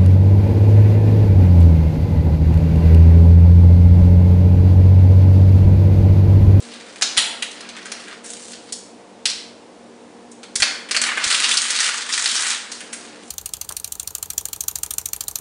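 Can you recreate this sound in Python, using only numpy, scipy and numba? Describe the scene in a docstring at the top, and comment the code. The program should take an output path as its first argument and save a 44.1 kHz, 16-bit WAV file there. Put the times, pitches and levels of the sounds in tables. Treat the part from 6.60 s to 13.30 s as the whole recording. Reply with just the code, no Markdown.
"""Sharp snaps and dense crackle ring briefly and echo round a bare room, over a faint motor hum and air.
Hands work a blade and a strip of stiff tape over a foam sheet on a table, then crumple the strip.
Snaps are bursts of clicks through a resonance; crackle is clumped clicks in three bands; thuds are short
pushes; the hum is wavering sines and the air is coloured noise.
The camera's gain control ducks everything, hum included, while the crackle is loud."""
import sys
import numpy as np
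from scipy import signal
from scipy.fft import rfft, irfft
from scipy.io import wavfile
from scipy.ndimage import uniform_filter1d, minimum_filter1d
from numba import njit

SR = 44100
rng = np.random.default_rng(int(sys.argv[2]) if len(sys.argv) > 2 else 0)


def volts_from_db(level):
    """Convert decibel levels to linear amplitude ratios."""
    exponent = np.asarray(level, float) / 20
    return 10 ** exponent


def log_audio(samples):
    """Write samples as a 16-bit WAV file to the path given in sys.argv[1]."""
    # one column per channel
    frames = np.atleast_2d(samples).T
    # limit to full scale, then quantise
    limited = np.clip(frames, -1, 1)
    pcm = np.round(limited * 32767).astype(np.int16)
    wavfile.write(sys.argv[1], SR, pcm)


N = 295470  # length in samples

# bright part of snaps and crackle: band edges [Hz]; snaps use the lower edge only
BRIGHT_HZ = (5680, 9660)


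def band(x, hz, order=2):
    """Band-pass between two edges."""
    return signal.sosfilt(signal.butter(order, hz, "band", fs=SR, output="sos"), x)


def unit(x):
    """Scale to rms 1."""
    return x / np.sqrt(np.mean(x ** 2))


def walk(rate):
    """Random levels held 1 / rate s and slewed twice; spread near 1."""
    hold = int(SR / rate)
    steps = np.repeat(rng.standard_normal(N // hold + 1), hold)
    return 1.177 * uniform_filter1d(uniform_filter1d(steps, hold), hold)[:N]


def clicks(size, rate, spread_db):
    """Random tiny fractures, rate per second; some are several times bigger than the rest."""
    happens, bigness, polarity = rng.random((3, size))
    sizes = volts_from_db(np.minimum(-spread_db * np.log(1 - bigness), 3 * spread_db))
    return (happens < rate / SR) * sizes * np.sign(polarity - .5)


def causal(gain):
    """Minimum-phase response with the given gain per bin."""
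    ceps = irfft(np.log(gain))
    ceps[1:len(ceps) // 2] *= 2
    ceps[len(ceps) // 2 + 1:] = 0
    return irfft(np.exp(rfft(ceps)))


def snaps():
    """Each snap is a flurry of breaks that swells for a moment, peaks in one crack and dies, with its own colour."""
    # snaps of blade and tape: (time [s], level [dB], ring [Hz], ring sharpness [Q],
    # dull voice of the sheet re ring [dB])
    snap_table = [(0.1361, -28, 3860, 2.5, -19), (0.3596, -29, 2240, 1.2, -18), (0.4122, -16, 6500, 1.3, 6),
                  (0.4212, -0.5, 4560, 1.13, -6.5), (0.5682, -11, 5040, 1.9, 0),
                  (0.5735, 6, 3310, 2.1, -8.5), (0.823, -9, 3380, 2.1, -5), (1.0054, -24, 4350, 2.1, -2),
                  (1.0893, -24.5, 4350, 1.1, -18), (1.1662, -23, 2310, 0.86, 1),
                  (1.255, -20, 1580, 1.8, -16), (1.3181, -15.5, 4830, 1.8, -4), (1.6431, -27, 8350, 1.7, 3),
                  (1.9324, -27, 4000, 1.2, -0.5), (2.1236, -12, 6740, 0.8, -30),
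                  (2.6555, -1.5, 4180, 1.4, -12), (2.7001, -14.5, 4860, 1.5, -11),
                  (3.7147, -31, 7400, 1.5, -18), (3.8315, -25, 3870, 1.4, -3),
                  (3.9556, -6, 6900, 0.57, -11), (4.0013, -9.5, 5530, 0.39, 0),
                  (4.0217, 2.5, 4300, 1.64, 0), (4.2879, -23, 2230, 0.88, -8),
                  (4.3107, -7.5, 4500, 0.94, -2.5), (4.3469, -7.5, 2640, 1.9, -3),
                  (4.3649, -3, 4370, 3.9, -3), (4.416, -6, 6940, 0.78, -2), (4.466, -10, 1900, 2.5, -1),
                  (4.574, -8.5, 1930, 3.3, 6), (4.6399, -8, 4550, 0.82, -10), (4.7234, -7, 4400, 2.3, -5),
                  (4.8423, -6.5, 3500, 1.1, -13), (4.913, -2, 3230, 1.9, -25), (4.9716, -1, 4520, 2.2, -27),
                  (5.1051, -5, 5500, 0.53, -9), (5.2033, -1.5, 5500, 0.87, -4), (5.3742, -12, 6860, 2, -7),
                  (5.492, -15, 3680, 1.6, -3), (5.5242, -6, 4940, 1.9, -11.5),
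                  (5.658, -2.5, 4500, 2.7, -4.5), (5.763, -3.5, 4900, 1.6, -15),
                  (6.117, -13.5, 5700, 1.2, -6), (6.2057, -18.5, 2300, 1.5, -8),
                  (6.331, -15.5, 8500, 1, -2.5)]
    sheet_low_hz, sheet_high_hz = 1370, 2580  # the dull voice of the sheet
    body_hz, body_db = 547, -9.5  # the voice reaches weakly down to here, re the dull voice
    fade_ms, bright_db = 10.7, -9.5  # how long a snap lasts; its bright edge re ring
    crest = 3.5  # nominal peak over rms within a snap
    size, lead = 4096, SR // 200  # samples in a snap, and ahead of its crack

    t = np.arange(size) / SR
    before, after = np.minimum(t - lead / SR, 0), np.maximum(t - lead / SR, 0)
    swell = np.exp(before / 0.00031)
    fade = np.exp(-(1000 * after / fade_ms) ** 2)

    # power responses over frequency
    f = np.linspace(1, SR / 2, 257)
    dull = 1 / (1 + (sheet_low_hz / f) ** 10) / (1 + (f / sheet_high_hz) ** 8)
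    dull += volts_from_db(2 * body_db) / (1 + (body_hz / f) ** 6) / (1 + (f / sheet_low_hz) ** 6)
    bright = 1 / (1 + (BRIGHT_HZ[0] / f) ** 4)

    out = np.zeros(N + size)
    for s, db, hz, q, dull_db in snap_table:
        push = 0.31 * unit(clicks(size, rate=9000, spread_db=5.0)) * swell * fade
        push[lead] += 1  # the one crack
        ring = 1 / (1 + (q * (f / hz - hz / f)) ** 2) ** 2
        power = ring + volts_from_db(2 * dull_db) * dull + volts_from_db(2 * bright_db) * bright + 1e-6
        snap = signal.fftconvolve(push, causal(np.sqrt(power)))[:size]
        rms = np.std(snap[lead:lead + int(fade_ms * SR / 1000)])
        out[int(s * SR) - lead:][:size] += volts_from_db(db) * snap / (crest * rms)
    return out[:N]


def rustle():
    """Stiff film creasing: dense clicks in clumps, with crinkles that start hard and die in a few ms."""
    # one list for each stretch of handling: (time [s], level [dB], tilt towards the bright part [dB])
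    stretches = [
        [(0.0, -49.5, 0), (0.198, -48.5, -5), (0.4, -52.5, -1.5)],
        [(0.9, -50.5, 4.5), (1.04, -53, -10), (1.354, -46.5, -3.5), (1.526, -46.5, -4.5), (1.63, -78, 11),
         (1.644, -46.5, 5), (1.93, -50, 5), (2.014, -62, 0), (2.11, -48, -1)],
        [(4.414, -27, -2.5), (4.546, -43, -9.5), (4.686, -25, -0.5), (4.836, -26, 1), (5.102, -26, 2.5),
         (5.278, -22, 0.5), (5.466, -35, -0.5), (5.544, -23, 0), (5.72, -26, 2.5), (5.794, -21.5, 1.5),
         (5.922, -23.5, 0.5), (6.05, -50.5, -4), (6.138, -41.5, 5), (6.318, -57, -6), (6.328, -46, 3),
         (6.504, -53, -4), (6.7, -57.5, 4)],
    ]
    dull_hz, mid_hz = (1163, 2690), (2800, 5330)
    dull_db, bright_db = -2.5, -1  # re the middle, at no tilt
    crinkle_depth = 1.1

    t = np.arange(N) / SR
    creases = np.abs(clicks(N, rate=90, spread_db=1.8))
    crinkles = signal.lfilter([1], [1, -np.exp(-1 / (.005 * SR))], creases)  # 5 ms decay
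    film = clicks(N, rate=3000, spread_db=3.5) * (1 + crinkle_depth * crinkles)
    # the crackle is evened out to a steady rms over a twentieth of a second
    film /= np.sqrt(uniform_filter1d(film ** 2, SR // 20))

    def part(hz):
        """One band of the crackle, with its own click polarities and its own wavering level."""
        # every click's colour differs from the last, as its polarity is drawn afresh in each band
        flipped = film * rng.choice([-1, 1], N)
        return unit(band(flipped, hz)) * volts_from_db(2.5 * walk(30))

    mid, dull, bright = part(mid_hz), part(dull_hz), part(BRIGHT_HZ)
    out = np.zeros(N)
    for rows in stretches:
        s, db, tilt_db = np.transpose(rows)
        tilt = np.interp(t, s, tilt_db)
        on = np.clip(np.minimum(t - s[0], s[-1] - t) / .002, 0, 1)  # 2 ms fades at both ends
        colour = mid + volts_from_db(dull_db - tilt) * dull + volts_from_db(bright_db + tilt) * bright
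        out += on * volts_from_db(np.interp(t, s, db)) * colour
    return out


def response():
    """Direct sound, a few hard echoes, then a diffuse tail that builds over some milliseconds."""
    # first echoes off table and near walls, each time varied by up to 15 %: (delay [ms], level [dB])
    echo_table = [(2.5, -11.5), (4.6, -8), (12.5, -10.5)]
    # decay of the room tail by band: (frequency [Hz], time to fall by 60 dB [s])
    tail_table = [(700, 1), (1500, 0.72), (3500, 0.56), (7000, 0.49)]
    tail_db = -5  # energy of the whole tail re the direct sound

    t = np.arange(SR * 3 // 4) / SR
    tail = np.zeros(len(t))
    for hz, t60 in tail_table:
        noise = band(rng.standard_normal(len(t)), (hz / 1.79, hz * 1.405))
        tail += noise * volts_from_db(-60 * t / t60)
    tail *= 1 - np.exp(-t / 0.004)
    out = volts_from_db(tail_db) * tail / np.sqrt(np.sum(tail ** 2))
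    out[0] += 1
    for ms, db in echo_table:
        out[int(ms * rng.uniform(.85, 1.15) * SR / 1000)] += volts_from_db(db)
    return out


def room(x, count=10):
    """Sound is shared at random among several room responses, so echoes and tails stay diffuse."""
    step = SR // 500  # average time between random draws of a response, 2 ms
    turn = np.cumsum(rng.random(N) < 1 / step)
    chosen = rng.integers(0, count, N)[turn]
    out = np.zeros(N)
    for k in range(count):
        share = uniform_filter1d(1. * (chosen == k), step // 2).clip(0)
        out += signal.fftconvolve(x * np.sqrt(share), response())[:N]
    return out


def thuds():
    """The table top thuds when leant on or knocked: each is one short blunt push."""
    # (time [s], peak level [dB])
    thud_table = [(0.581, -27.5), (2.66, -37), (3.959, -36.5), (4.001, -32.5), (4.02, -27), (4.419, -40),
                  (4.667, -31.5), (5.209, -42)]
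    width_ms = 1.3  # from the peak to 1/e of it
    ms = 1000 * np.arange(N) / SR
    return sum(volts_from_db(db) * np.exp(-((ms - 1000 * s) / width_ms) ** 2) for s, db in thud_table)


def motor():
    """Hum partials that waver in level and a little in pitch as they cross the room."""
    # partials of the far motor about which they waver: (frequency [Hz], rms level [dB])
    partials = [(193.8, -60.5), (236.9, -52.5), (296.1, -56.5), (468.3, -54), (532.9, -60), (710.6, -61.5)]
    waver_db, pitch_waver = 3.2, 0.00809  # spread of level; spread of pitch as a fraction
    out = np.zeros(N)
    for hz, db in partials:
        level = np.sqrt(2) * volts_from_db(db + waver_db * walk(24))
        phase = 2 * np.pi * np.cumsum(hz * (1 + pitch_waver * walk(7.2))) / SR
        out += level * np.sin(phase)
    return out


def air():
    """Room air and microphone hiss: smooth noise coloured by a spectrum."""
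    # shape of the spectrum, whatever its overall level: (frequency [Hz], relative density [dB])
    spectrum = [(15, -55), (25, -35), (70, -20.5), (102, -14), (160, -14), (239, 1.5), (264, -7),
                (292, -2.5), (384, -2), (532, -4), (948, -8.5), (1280, -15.5), (10000, -27.5), (13000, -89),
                (22000, -120)]
    level_db = -45  # rms
    hz, db = np.transpose(spectrum)
    f = np.maximum(np.arange(N // 2 + 1) * SR / N, 1)
    gain = volts_from_db(np.interp(np.log(f), np.log(hz), db))
    noise = irfft(rfft(rng.standard_normal(N)) * gain, N)
    return volts_from_db(level_db) * unit(noise)


def scene():
    """Handling sounds in the room, with table thuds, over the steady background."""
    handling = room(snaps() + rustle())
    return (handling + thuds() + motor() + air())[None]


@njit
def follow(x, attack, release):
    """Level detector that closes a fraction of the gap per sample, one going up and another coming down."""
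    y, e = np.empty(len(x)), 0.
    for i in range(len(x)):
        a = abs(x[i])
        e += (a - e) * (attack if a > e else release)
        y[i] = e
    return y


def low_pass(x):
    """Removes everything above the highest recorded frequency."""
    return signal.sosfilt(signal.butter(12, 11370, fs=SR, output="sos"), x)


def record(dry):
    """Slow gain control leans on long loud stretches, the top is cut and a quick limiter holds the peaks."""
    duck_above_db, top_hz = -30, 10050
    # the detector takes 1.1 s to rise and 0.25 s to fall
    level = follow(dry[0], 1 / (1.1 * SR), 1 / (.25 * SR))
    gain = np.minimum(1, (volts_from_db(duck_above_db) / (level + 1e-9)) ** .95)
    cut = signal.sosfilt(signal.ellip(10, .3, 75, top_hz, fs=SR, output="sos"), dry * gain)
    span = SR // 400  # limiter smoothing, 2.5 ms
    limit = minimum_filter1d(np.minimum(1, .92 / (np.abs(cut) + 1e-9)), 2 * span)
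    mix = cut * uniform_filter1d(uniform_filter1d(limit, span), span)
    return low_pass(mix)


dry = scene()
out = record(dry)
log_audio(out)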